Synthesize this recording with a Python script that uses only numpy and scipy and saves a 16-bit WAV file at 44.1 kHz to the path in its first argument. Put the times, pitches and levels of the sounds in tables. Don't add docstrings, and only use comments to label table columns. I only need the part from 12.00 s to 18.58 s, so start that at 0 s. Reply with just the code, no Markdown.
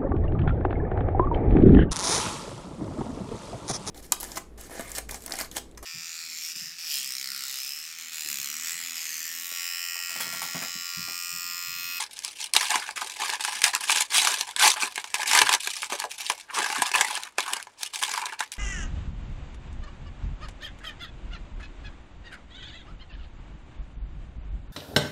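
import sys
import numpy as np
from scipy import signal
from scipy.io import wavfile
from scipy.ndimage import uniform_filter1d

SR = 44100
rng = np.random.default_rng(int(sys.argv[2]) if len(sys.argv) > 2 else 0)


def boost_factor(decibels):
    exponent = np.asarray(decibels, float) / 20
    return 10 ** exponent


def generate_wav(signal):
    frames = np.transpose(np.atleast_2d(signal))
    scaled = np.clip(frames, -1, 1) * 32767
    pcm = np.round(scaled).astype(np.int16)
    wavfile.write(sys.argv[1], SR, pcm)


N = 290266


def evened(x):
    return x / np.sqrt(np.mean(x ** 2) + 1e-20)


def shaped(x, points):
    hz, db = np.transpose(points)
    bin_hz = abs(np.fft.fftfreq(8192, 1 / SR))
    log_gain = np.log(boost_factor(np.interp(np.log(bin_hz + 1), np.log(hz), db)))
    spectrum = np.exp(np.conj(signal.hilbert(log_gain)))
    taps = np.fft.ifft(spectrum).real[:4096]
    if x.ndim > 1:
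        taps = taps[None]
    return signal.oaconvolve(x, taps, axes=-1)[..., :x.shape[-1]]


def air():
    # frequency_hz, level_db
    air_spectrum = [(25, -20), (110, -12), (160, -22.5), (210, -14.5), (930, -12.5), (8000, -28.5),
                    (15800, -59)]
    hum_band = signal.butter(N=2, Wn=(42, 60), btype="band", fs=SR, output="sos")
    hum = signal.sosfilt(hum_band, rng.standard_normal(N))
    hiss = shaped(rng.standard_normal(N), air_spectrum)
    return boost_factor(-62.5) * evened(hiss) + boost_factor(-82.0) * evened(hum)


def room(x, t60_s=0.071, first_s=.004):
    t = np.arange(SR // 2) / SR
    present = rng.random(len(t)) < 3000 / SR
    reflections = present * rng.choice([-1., 1.], len(t)) * (t > first_s)
    soft = signal.lfilter([.4], [1, -.6], reflections)
    treble = reflections - soft
    tail = soft * boost_factor(-60 * t / t60_s) + treble * boost_factor(-60 * t / (0.073 * t60_s))
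    return signal.oaconvolve(x, tail / np.linalg.norm(tail))[:N]


def bumps(decay_s=0.017, rise_s=0.003):
    # start_s, peak_db, pitch_hz
    bump_table = [(0.748, -38, 250), (0.769, -59, 99.6), (2.826, -32.5, 280), (3.407, -24.5, 350),
                  (3.413, -42.5, 98), (3.926, -30, 445), (4.04, -27.5, 555), (4.299, -31, 600),
                  (4.578, -31, 306), (4.775, -36, 203), (4.79, -55, 105), (4.97, -52, 105)]
    t, out = np.arange(8192) / SR, np.zeros(N + 8192)
    for start_s, peak_db, pitch_hz in bump_table:
        envelope = (1 - np.exp(-t / rise_s)) * np.exp(-t / decay_s)
        puff = envelope * rng.standard_normal(len(t))
        edges_hz = (0.81 * pitch_hz, 1.48 * pitch_hz)
        band = signal.butter(N=2, Wn=edges_hz, btype="band", fs=SR, output="sos")
        thud = signal.sosfilt(band, puff)
        out[round(start_s * SR):][:len(t)] += boost_factor(peak_db) * thud / abs(thud).max()
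    return out[:N]


def sparse(shape, spread_db):
    return rng.standard_normal(shape) * boost_factor(spread_db * np.minimum(rng.exponential(1, shape), 5))


def patchy(x, depth_db, size, drift):
    z = signal.stft(x, nperseg=size)[2]
    humps = uniform_filter1d(rng.standard_normal(z.shape), size=3, axis=-2)
    humps = uniform_filter1d(humps, drift, -1)
    return signal.istft(z * boost_factor(depth_db * evened(humps)), nperseg=size)[1][..., :x.shape[-1]]


def dull_and_crisp(clicks, split_hz=2200):
    # frequency_hz, level_db
    colour = [(110, -47), (200, -20), (400, -7.5), (590, -10.5), (860, 8), (1120, 5), (1370, -1.5),
              (1690, 9), (1900, 0.5), (2290, 7), (2800, 6), (9600, 1), (15800, -22)]
    low, high = shaped(clicks, colour)
    low = signal.sosfilt(signal.butter(N=4, Wn=split_hz, fs=SR, output="sos"), low)
    high = signal.sosfilt(signal.butter(N=4, Wn=split_hz, btype="high", fs=SR, output="sos"), high)
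    return low, high


def snaps(rise_s=0.00021, tick_share=1.0, crack=2.8, crack_s=0.00018):
    # start_s, dull_pop_db, crisp_tick_db
    snap_table = [(0.1903, -68, -34.5), (0.2482, -71, -28), (0.5363, -50, -20.5), (0.564, -22.5, -13.5),
                  (0.63, -30.5, -36), (0.7054, -37.5, -26), (0.8897, -31.5, -42), (1.0712, -45, -40),
                  (1.098, -55, -36.5), (1.2183, -30, -37), (1.2998, -42, -28), (1.3963, -39, -46),
                  (1.4488, -28.5, -26), (1.4785, -31.5, -38), (1.6182, -36, -24.5), (1.6401, -33, -13.5),
                  (1.6903, -40, -39), (1.75, -54, -21), (1.8957, -21.5, -25), (1.904, -30, -22.5),
                  (1.9176, -46, -22), (1.9477, -50, -29), (1.9597, -29, -26), (2.0071, -27.5, -21),
                  (2.1814, -31, -19), (2.2207, -43, -26.5), (2.249, -28, -25), (2.272, -21.5, -21.5),
                  (2.3414, -36, -26.5), (2.41, -34, -23), (2.5635, -33.5, -26.5), (2.6774, -30, -16),
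                  (2.739, -35, -32.5), (2.9576, -42, -32), (2.9776, -27, -33), (3.042, -37, -36),
                  (3.1423, -29.5, -22.5), (3.2313, -29.5, -30.5), (3.35, -18.5, -18), (3.374, -24, -20),
                  (3.3889, -20, -15.5), (3.4163, -15.5, -16), (3.4919, -20, -20.5), (3.5275, -32, -20.5),
                  (3.538, -23, -19), (3.548, -24.5, -21), (3.6729, -28, -27), (3.831, -28, -41),
                  (3.9223, -29, -33), (4.0001, -36, -28.5), (4.02, -33, -42), (4.0396, -29, -42),
                  (4.1155, -55, -36.5), (4.207, -57, -35), (4.2989, -22.5, -22.5), (4.701, -28, -37),
                  (4.8198, -19.5, -21.5), (4.867, -41, -34), (4.9156, -33, -30.5), (4.957, -24.5, -25),
                  (5.0097, -20.5, -18), (5.174, -32, -38), (5.2345, -53.5, -33.5), (5.383, -22, -26.5),
                  (5.4047, -42, -28), (5.5333, -40, -23.5), (5.6271, -74, -38), (5.6706, -42, -54),
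                  (5.8317, -37.5, -26.5), (5.958, -39.5, -30), (6.0266, -29, -28), (6.035, -31.5, -23),
                  (6.138, -34, -29.5), (6.257, -46, -30.5), (6.4053, -24.5, -30), (6.5187, -56, -35)]
    usual_s, usual_pop_db = 0.0035, -25
    doubling_db = 29
    t, out = np.arange(4096) / SR, np.zeros(N + 4096)
    for start_s, dull_db, crisp_db in snap_table:
        pop_s = usual_s * 2 ** ((dull_db - usual_pop_db) / doubling_db)
        decay_s = pop_s * np.array([[1], [tick_share]])
        envelope = (1 - np.exp(-t / rise_s)) * (np.exp(-t / decay_s) + crack * np.exp(-t / crack_s))
        burst = envelope * sparse((2, len(t)), 2.43)
        parts = dull_and_crisp(patchy(burst, 2.6, size=128, drift=12))
        for part, db in zip(parts, (dull_db, crisp_db)):
            first_rms = np.sqrt(np.mean(part[:441] ** 2))
            out[round(start_s * SR):][:len(t)] += boost_factor(db) * part / first_rms
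    return out[:N]


def handling(t):
    # start_s, length_s, rustle_db, dull_part_db
    crumples = [(0, 0.026, -30, -9), (0.109, 0.15, -45, -12), (0.246, 0.024, -33.5, -10),
                (.29, 0.12, -45.5, -30), (0.391, .06, -34.5, -14.5), (0.54, .125, -27.5, -7),
                (0.698, 0.081, -25, -2.5), (0.81, 0.098, -38, -2.5), (0.963, 0.075, -32.5, -4),
                (1.059, 0.15, -40.5, -8), (1.198, 0.15, -30.5, -3.5), (1.4, 0.19, -33, -6.5),
                (1.635, 0.042, -22, -5.5), (1.736, 0.016, -27.5, -3), (1.802, 0.12, -32, -6.5),
                (1.896, .125, -25, -9), (2.107, 0.039, -31.5, -3), (2.19, 0.15, -24.5, -6),
                (2.37, 0.055, -32, -5), (2.471, 0.039, -39.5, -5.5), (2.593, .12, -23.5, -19),
                (2.764, 0.018, -29, -0.5), (2.88, 0.047, -44, -8), (2.954, 0.065, -40.5, -5),
                (3.048, 0.07, -45.5, -5.5), (3.14, 0.091, -31.5, -2.5), (3.272, 0.039, -24, -18),
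                (3.442, 0.1, -27.5, -3), (3.6, 0.254, -35.5, -13.5), (3.902, 0.05, -32.5, -4),
                (3.98, 0.068, -39, -5), (4.098, 0.044, -41, -10), (4.18, 0.14, -36.5, -9),
                (4.35, 0.064, -45.5, -11.5), (4.487, 0.057, -44, 1.5), (4.618, 0.268, -29.5, -2.5),
                (4.939, 0.086, -24, -1.5), (5.038, 0.14, -32.5, -4.5), (5.201, 0.072, -42.5, -2),
                (5.381, 0.21, -34.5, -1.5), (5.63, 0.023, -55, -19), (5.792, 0.074, -38.5, -10),
                (5.931, 0.14, -37.5, -9), (6.018, 0.19, -32, -3), (6.199, 0.13, -37.5, -1),
                (6.392, 0.037, -35.5, -2), (6.521, 0.014, -37.5, -4.5)]
    # middle_s, half_length_s, rustle_db, dull_part_db
    tears = [(2.166, 0.039, -18, -13), (2.654, 0.052, -14, -4), (2.83, 0.041, -25, -4),
             (3.362, 0.072, -18, -2.5), (4.576, 0.041, -23.5, -1.5)]
    grip_db_per_s, let_go_db_per_s, rest_db = 2500, 457, -63
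    ends_db, flatness = -9.5, 2.2
    shapes = []
    for start_s, length_s, level_db, dull_db in crumples:
        onset_db = grip_db_per_s * np.minimum(t - start_s, 0)
        fade_db = let_go_db_per_s * np.maximum(t - start_s - length_s, 0)
        shapes.append((level_db + onset_db - fade_db, dull_db))
    for middle_s, half_s, level_db, dull_db in tears:
        arch_db = ends_db * abs((t - middle_s) / half_s) ** flatness
        shapes.append((level_db + arch_db, dull_db))
    total = boost_factor(2 * rest_db) + sum(boost_factor(2 * db) for db, _ in shapes)
    dull = boost_factor(2 * rest_db) / 2 + sum(boost_factor(2 * (db + min(dull_db, 0))) for db, dull_db in shapes)
    return 10 * np.log10(total), np.sqrt(dull / total)


def rustle(per_s=100, spread_db=4.5, burst_s=0.0023, rise_s=0.00023, bed_db=-10, tear_db=-20, shared=0.69):
    t = np.arange(N) / SR
    level_db, share = handling(t)
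    sizes = boost_factor(2 * spread_db * np.minimum(rng.exponential(1, (3, N)), 3))
    starts = (rng.random((3, N)) < per_s / SR) * sizes
    power = shared * starts[0] + (1 - shared) * starts[1:]
    for lag_s in (rise_s, burst_s):
        power = signal.lfilter([1], [1, -np.exp(-1 / (lag_s * SR))], power)
    fused = boost_factor(2 * (level_db - tear_db))
    power = power / power.mean() + boost_factor(2 * bed_db) + fused
    power /= uniform_filter1d(power, int(.06 * SR))
    clicks = np.sqrt(power) * sparse((2, N), 3.2 / (1 + fused))
    clicks = clicks * (1 + 0.37 * fused / (1 + fused))
    pops, ticks = patchy(clicks, 2.52, size=128, drift=8)
    pops = patchy(pops, 4.1, size=512, drift=6)
    ticks = patchy(ticks, 1.8, size=512, drift=6)
    dull, crisp = dull_and_crisp(np.array([pops, ticks]))
    share = np.clip(share, 0, .97)
    return boost_factor(level_db) * (share * evened(dull) + np.sqrt(1 - share ** 2) * evened(crisp))


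def scene():
    near = rustle() + snaps() + bumps()
    return (near + boost_factor(-14.5) * room(near) + air())[None]


def band_limit(x):
    return signal.sosfilt(signal.butter(12, 16510, fs=SR, output="sos"), x)


def record(dry):
    ceiling, edge_hz = .9, 15950
    clipped = np.clip(dry, -ceiling, ceiling)
    low_pass = signal.firwin(511, edge_hz, window=("kaiser", 9), fs=SR)
    limited = signal.oaconvolve(clipped, low_pass[None], "same")
    return band_limit(limited)


dry = scene()
out = record(dry)
generate_wav(out)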